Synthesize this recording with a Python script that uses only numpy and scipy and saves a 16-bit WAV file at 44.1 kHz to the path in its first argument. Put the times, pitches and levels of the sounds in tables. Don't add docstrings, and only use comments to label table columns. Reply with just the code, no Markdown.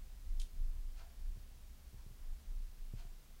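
import sys
import numpy as np
from scipy import signal
from scipy.fft import rfft, irfft, next_fast_len
from scipy.io import wavfile
from scipy.ndimage import map_coordinates

SR = 44100
rng = np.random.default_rng(int(sys.argv[2]) if len(sys.argv) > 2 else 0)


def unload_audio(sound):
    columns = np.transpose(np.atleast_2d(sound))
    steps = np.round(np.clip(columns, -1, 1) * 32767)
    wavfile.write(sys.argv[1], SR, steps.astype(np.int16))


N = 149940
TIME = np.arange(N) / SR


def amp(db):
    return 10 ** (np.asarray(db) / 20)


def wobble(rate):
    return map_coordinates(rng.standard_normal(200), [TIME * rate], mode="wrap")


def noise(gain_at):
    size = next_fast_len(N + 8192)
    spectrum = rfft(rng.standard_normal(size)) * gain_at(np.fft.rfftfreq(size, 1 / SR))
    shaped = irfft(spectrum, size)[:N]
    return shaped / np.sqrt(np.mean(shaped ** 2) + 1e-30)


def coloured(points):
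    f, db = np.transpose(points)
    return noise(lambda hz: amp(np.interp(np.log(hz + 1), np.log(f + 1), db)))


def decay(start, fade):
    age = TIME - start
    return (age >= 0) * np.exp(-np.log(1000) * np.abs(age) / fade)


def swell(peak, rise, fade):
    age = TIME - peak
    return np.exp(np.minimum(age / rise, -np.log(1000) * age / fade))


def ping(hz, start, fade):
    return np.sin(2 * np.pi * hz * (TIME - start)) * decay(start, fade)


# t/s, level/dB, fade time/s
CLICK_HITS = [(0.3966, -52, 0.0045), (0.3998, -47, 0.019), (0.4164, -48.5, 0.014)]
# f/Hz, relative level/dB
CRACK_COLOUR = [(600, -50), (1500, -19), (2200, -11), (3300, -1.5), (4600, -4), (6300, -5), (8500, -8.5),
                (10000, -5.5), (11500, -14), (15500, -28)]
# f/Hz, relative level/dB, fade time/s
CLICK_TONES = [(3104, -17, .2), (3374, -32, 0.24), (3495, -21.5, 0.2), (3536, -21, 0.17), (3840, -20, 0.13),
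               (6040, -22, 0.087), (6500, -26, 0.099), (7200, -17, 0.12), (9500, -25, .1)]
def click(low_cut_hz=1710, echo_db=-11.5, echo_fade_s=0.2):
    out = np.zeros(N)
    for start, db, crack_fade in CLICK_HITS:
        crack = coloured(CRACK_COLOUR) * decay(start, crack_fade)
        ring = np.zeros(N)
        for hz, tone_db, fade in CLICK_TONES:
            strength = amp(tone_db + rng.normal(0, 1.7))
            ring += strength * ping(hz + rng.normal(0, 5.4), start, fade)
        echo = amp(echo_db) * coloured(CRACK_COLOUR) * decay(start, echo_fade_s)
        out += amp(db) * (crack + ring + echo)
    return signal.sosfilt(signal.butter(2, low_cut_hz, "highpass", fs=SR, output="sos"), out)


# t/s, rasp level/dB, ring level/dB, ring fade time/s, ring brightness/(dB per octave)
SCUFF_STROKES = [(0.994, -64, -64.5, 0.49, 1), (2.994, -64.5, -66.5, 0.33, -2)]
# f/Hz, relative level/dB
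RASP_COLOUR = [(300, -68), (700, -5), (1400, -1), (1900, -6), (2500, -0.5), (3600, -5), (4600, -2.5),
               (5600, -8.5), (6300, -6), (9000, -18), (15000, -30)]
# f/Hz, width/Hz, relative level/dB
HOLLOW_BANDS = [(602, 18, -11.5), (686, 10.6, -0.5), (766, 53, -15), (950, 54, -14), (1340, 65, -15.5),
                (1580, 190, -19.5)]
def scuffs(ring_lag_s=0.014):
    def hollow(f):
        return sum((-1) ** k * amp(db) * 1j * f * width / (hz * hz - f * f + 1j * f * width)
                   for k, (hz, width, db) in enumerate(HOLLOW_BANDS))

    out = np.zeros(N)
    for peak, rasp_db, ring_db, ring_fade, brightness in SCUFF_STROKES:
        ring = noise(lambda f: hollow(f) * amp(brightness * np.log2(f + 1)))
        out += amp(rasp_db) * coloured(RASP_COLOUR) * swell(peak, rise=0.022, fade=0.3)
        out += amp(ring_db) * ring * swell(peak + ring_lag_s, rise=0.019, fade=ring_fade)
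    return out


# t/s, level/dB
HAND_MOVES = [
    [(0.0, -52), (0.04, -52), (0.184, -54.5), (0.32, -33), (0.436, -41), (0.48, -56.5), (0.638, -33),
     (1.034, -50.5), (1.12, -63)],
    [(1.12, -67), (1.198, -48.5), (1.274, -44), (1.922, -68), (1.948, -49), (2.184, -61), (2.234, -50),
     (2.328, -43), (2.42, -82)],
    [(2.42, -81), (2.488, -41.5), (2.648, -42), (2.78, -59), (2.812, -45.5), (3.136, -47), (3.268, -67),
     (3.3, -50.5), (3.4, -54)],
]
# f/Hz, relative level/dB
RUB_COLOUR = [(10, -13), (25, 6), (45, -6.5), (65, -17.5), (90, -30), (150, -34.5), (300, -40.5),
              (700, -78.5), (2000, -109)]
def hand_rumble(rock_hz=26.26, wander_hz=1.274, rock_db=0.5, rub_db=-5.5):
    level = amp(np.interp(TIME, *np.transpose(np.vstack(HAND_MOVES))))
    pitch = rock_hz + wander_hz * wobble(9)
    rocking = np.sqrt(2) * np.sin(2 * np.pi * np.cumsum(pitch) / SR)
    return level * (amp(rock_db) * rocking + amp(rub_db) * coloured(RUB_COLOUR))


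# t/s, level before dulling/dB, contact time/s
GRIP_PUSHES = [(0.565, -56, 0.0008), (0.604, -56.5, 0.00084), (1.36, -54, 0.0018), (1.371, -49.5, 0.00096),
               (1.513, -61, .0015), (1.931, -55, 0.00029), (1.942, -51.5, 0.00049), (2.064, -49.5, 0.0012),
               (2.109, -51.5, 0.002), (2.937, -39, 0.0015), (3.052, -53.5, .0006)]
# f/Hz, relative level/dB, fade time/s
BODY_TONES = [(115.4, -4.5, 0.15), (133, 0.5, 0.041), (196, -6.5, 0.04), (364, -7, .025)]
def grip_bumps():
    out = np.zeros(N)
    for start, db, contact in GRIP_PUSHES:
        ring = sum(amp(tone_db) * ping(hz, start, fade) for hz, tone_db, fade in BODY_TONES)
        dullness = np.exp(-2 / (contact * SR))
        out -= amp(db) * signal.lfilter([1 - dullness], [1, -dullness], ring)
    return out


# t/s, level/dB, half length/s
FINGER_SLIDES = [(1.995, -73.5, .04), (2.245, -77.5, 0.054), (2.401, -71, 0.0056)]
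# f/Hz, relative level/dB
RUSTLE_COLOUR = [(150, -25), (350, -14), (900, -2), (1400, -8), (3000, -18), (12000, -22)]
def finger_rustle():
    level = sum(amp(db) * np.exp(-((TIME - peak) / half) ** 2) for peak, db, half in FINGER_SLIDES)
    return level * coloured(RUSTLE_COLOUR)


# f/Hz, level/dB
HUM_TONES = [(226, -83), (698, -99), (7000, -96.5)]
# t/s, level/dB
DRONE_SWELLS = [(0, -58), (.25, -51), (.5, -53), (.85, -53.5), (1.1, -57), (1.4, -53.5), (1.57, -63),
                (1.75, -53.5), (2.1, -58.5), (2.3, -53.5), (2.5, -56.5), (3.0, -63), (3.4, -64)]
# f/Hz, relative level/dB
DRONE_COLOUR = [(15, -25), (30, -6.5), (48, -6.5), (58, -1.5), (70, -8.5), (85, -26.5), (130, -33),
                (300, -98)]
# f/Hz, relative level/dB
HISS_COLOUR = [(50, -21), (90, -0.5), (120, -1.5), (200, -5), (290, -10.5), (440, -12.5), (560, -14.5),
               (800, -15.5), (1300, -17.5), (2500, -18.5), (5400, -19), (8000, -21.5), (12000, -22),
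               (16000, -21.5)]
def room_background(hiss_db=-66.5):
    hum = np.zeros(N)
    for hz, db in HUM_TONES:
        hum += amp(db) * np.sqrt(2) * np.sin(2 * np.pi * hz * TIME + 0.88 * wobble(3.4))
    drone_level = amp(np.interp(TIME, *np.transpose(DRONE_SWELLS)))
    drone = drone_level * coloured(DRONE_COLOUR)
    hiss = amp(hiss_db) * coloured(HISS_COLOUR)
    return hiss + drone + hum


def scene():
    return (room_background() + hand_rumble() + finger_rustle() + grip_bumps() + click() + scuffs())[None]


def record(dry, top_hz=15850):
    edge = SR // 10
    padded = np.pad(dry, ((0, 0), (edge, edge)), mode="reflect", reflect_type="odd")
    treble_cut = signal.firwin(1001, top_hz, fs=SR)
    return signal.fftconvolve(padded, treble_cut[None], mode="same", axes=1)[:, edge:edge + N]


dry = scene()
out = record(dry)
unload_audio(out)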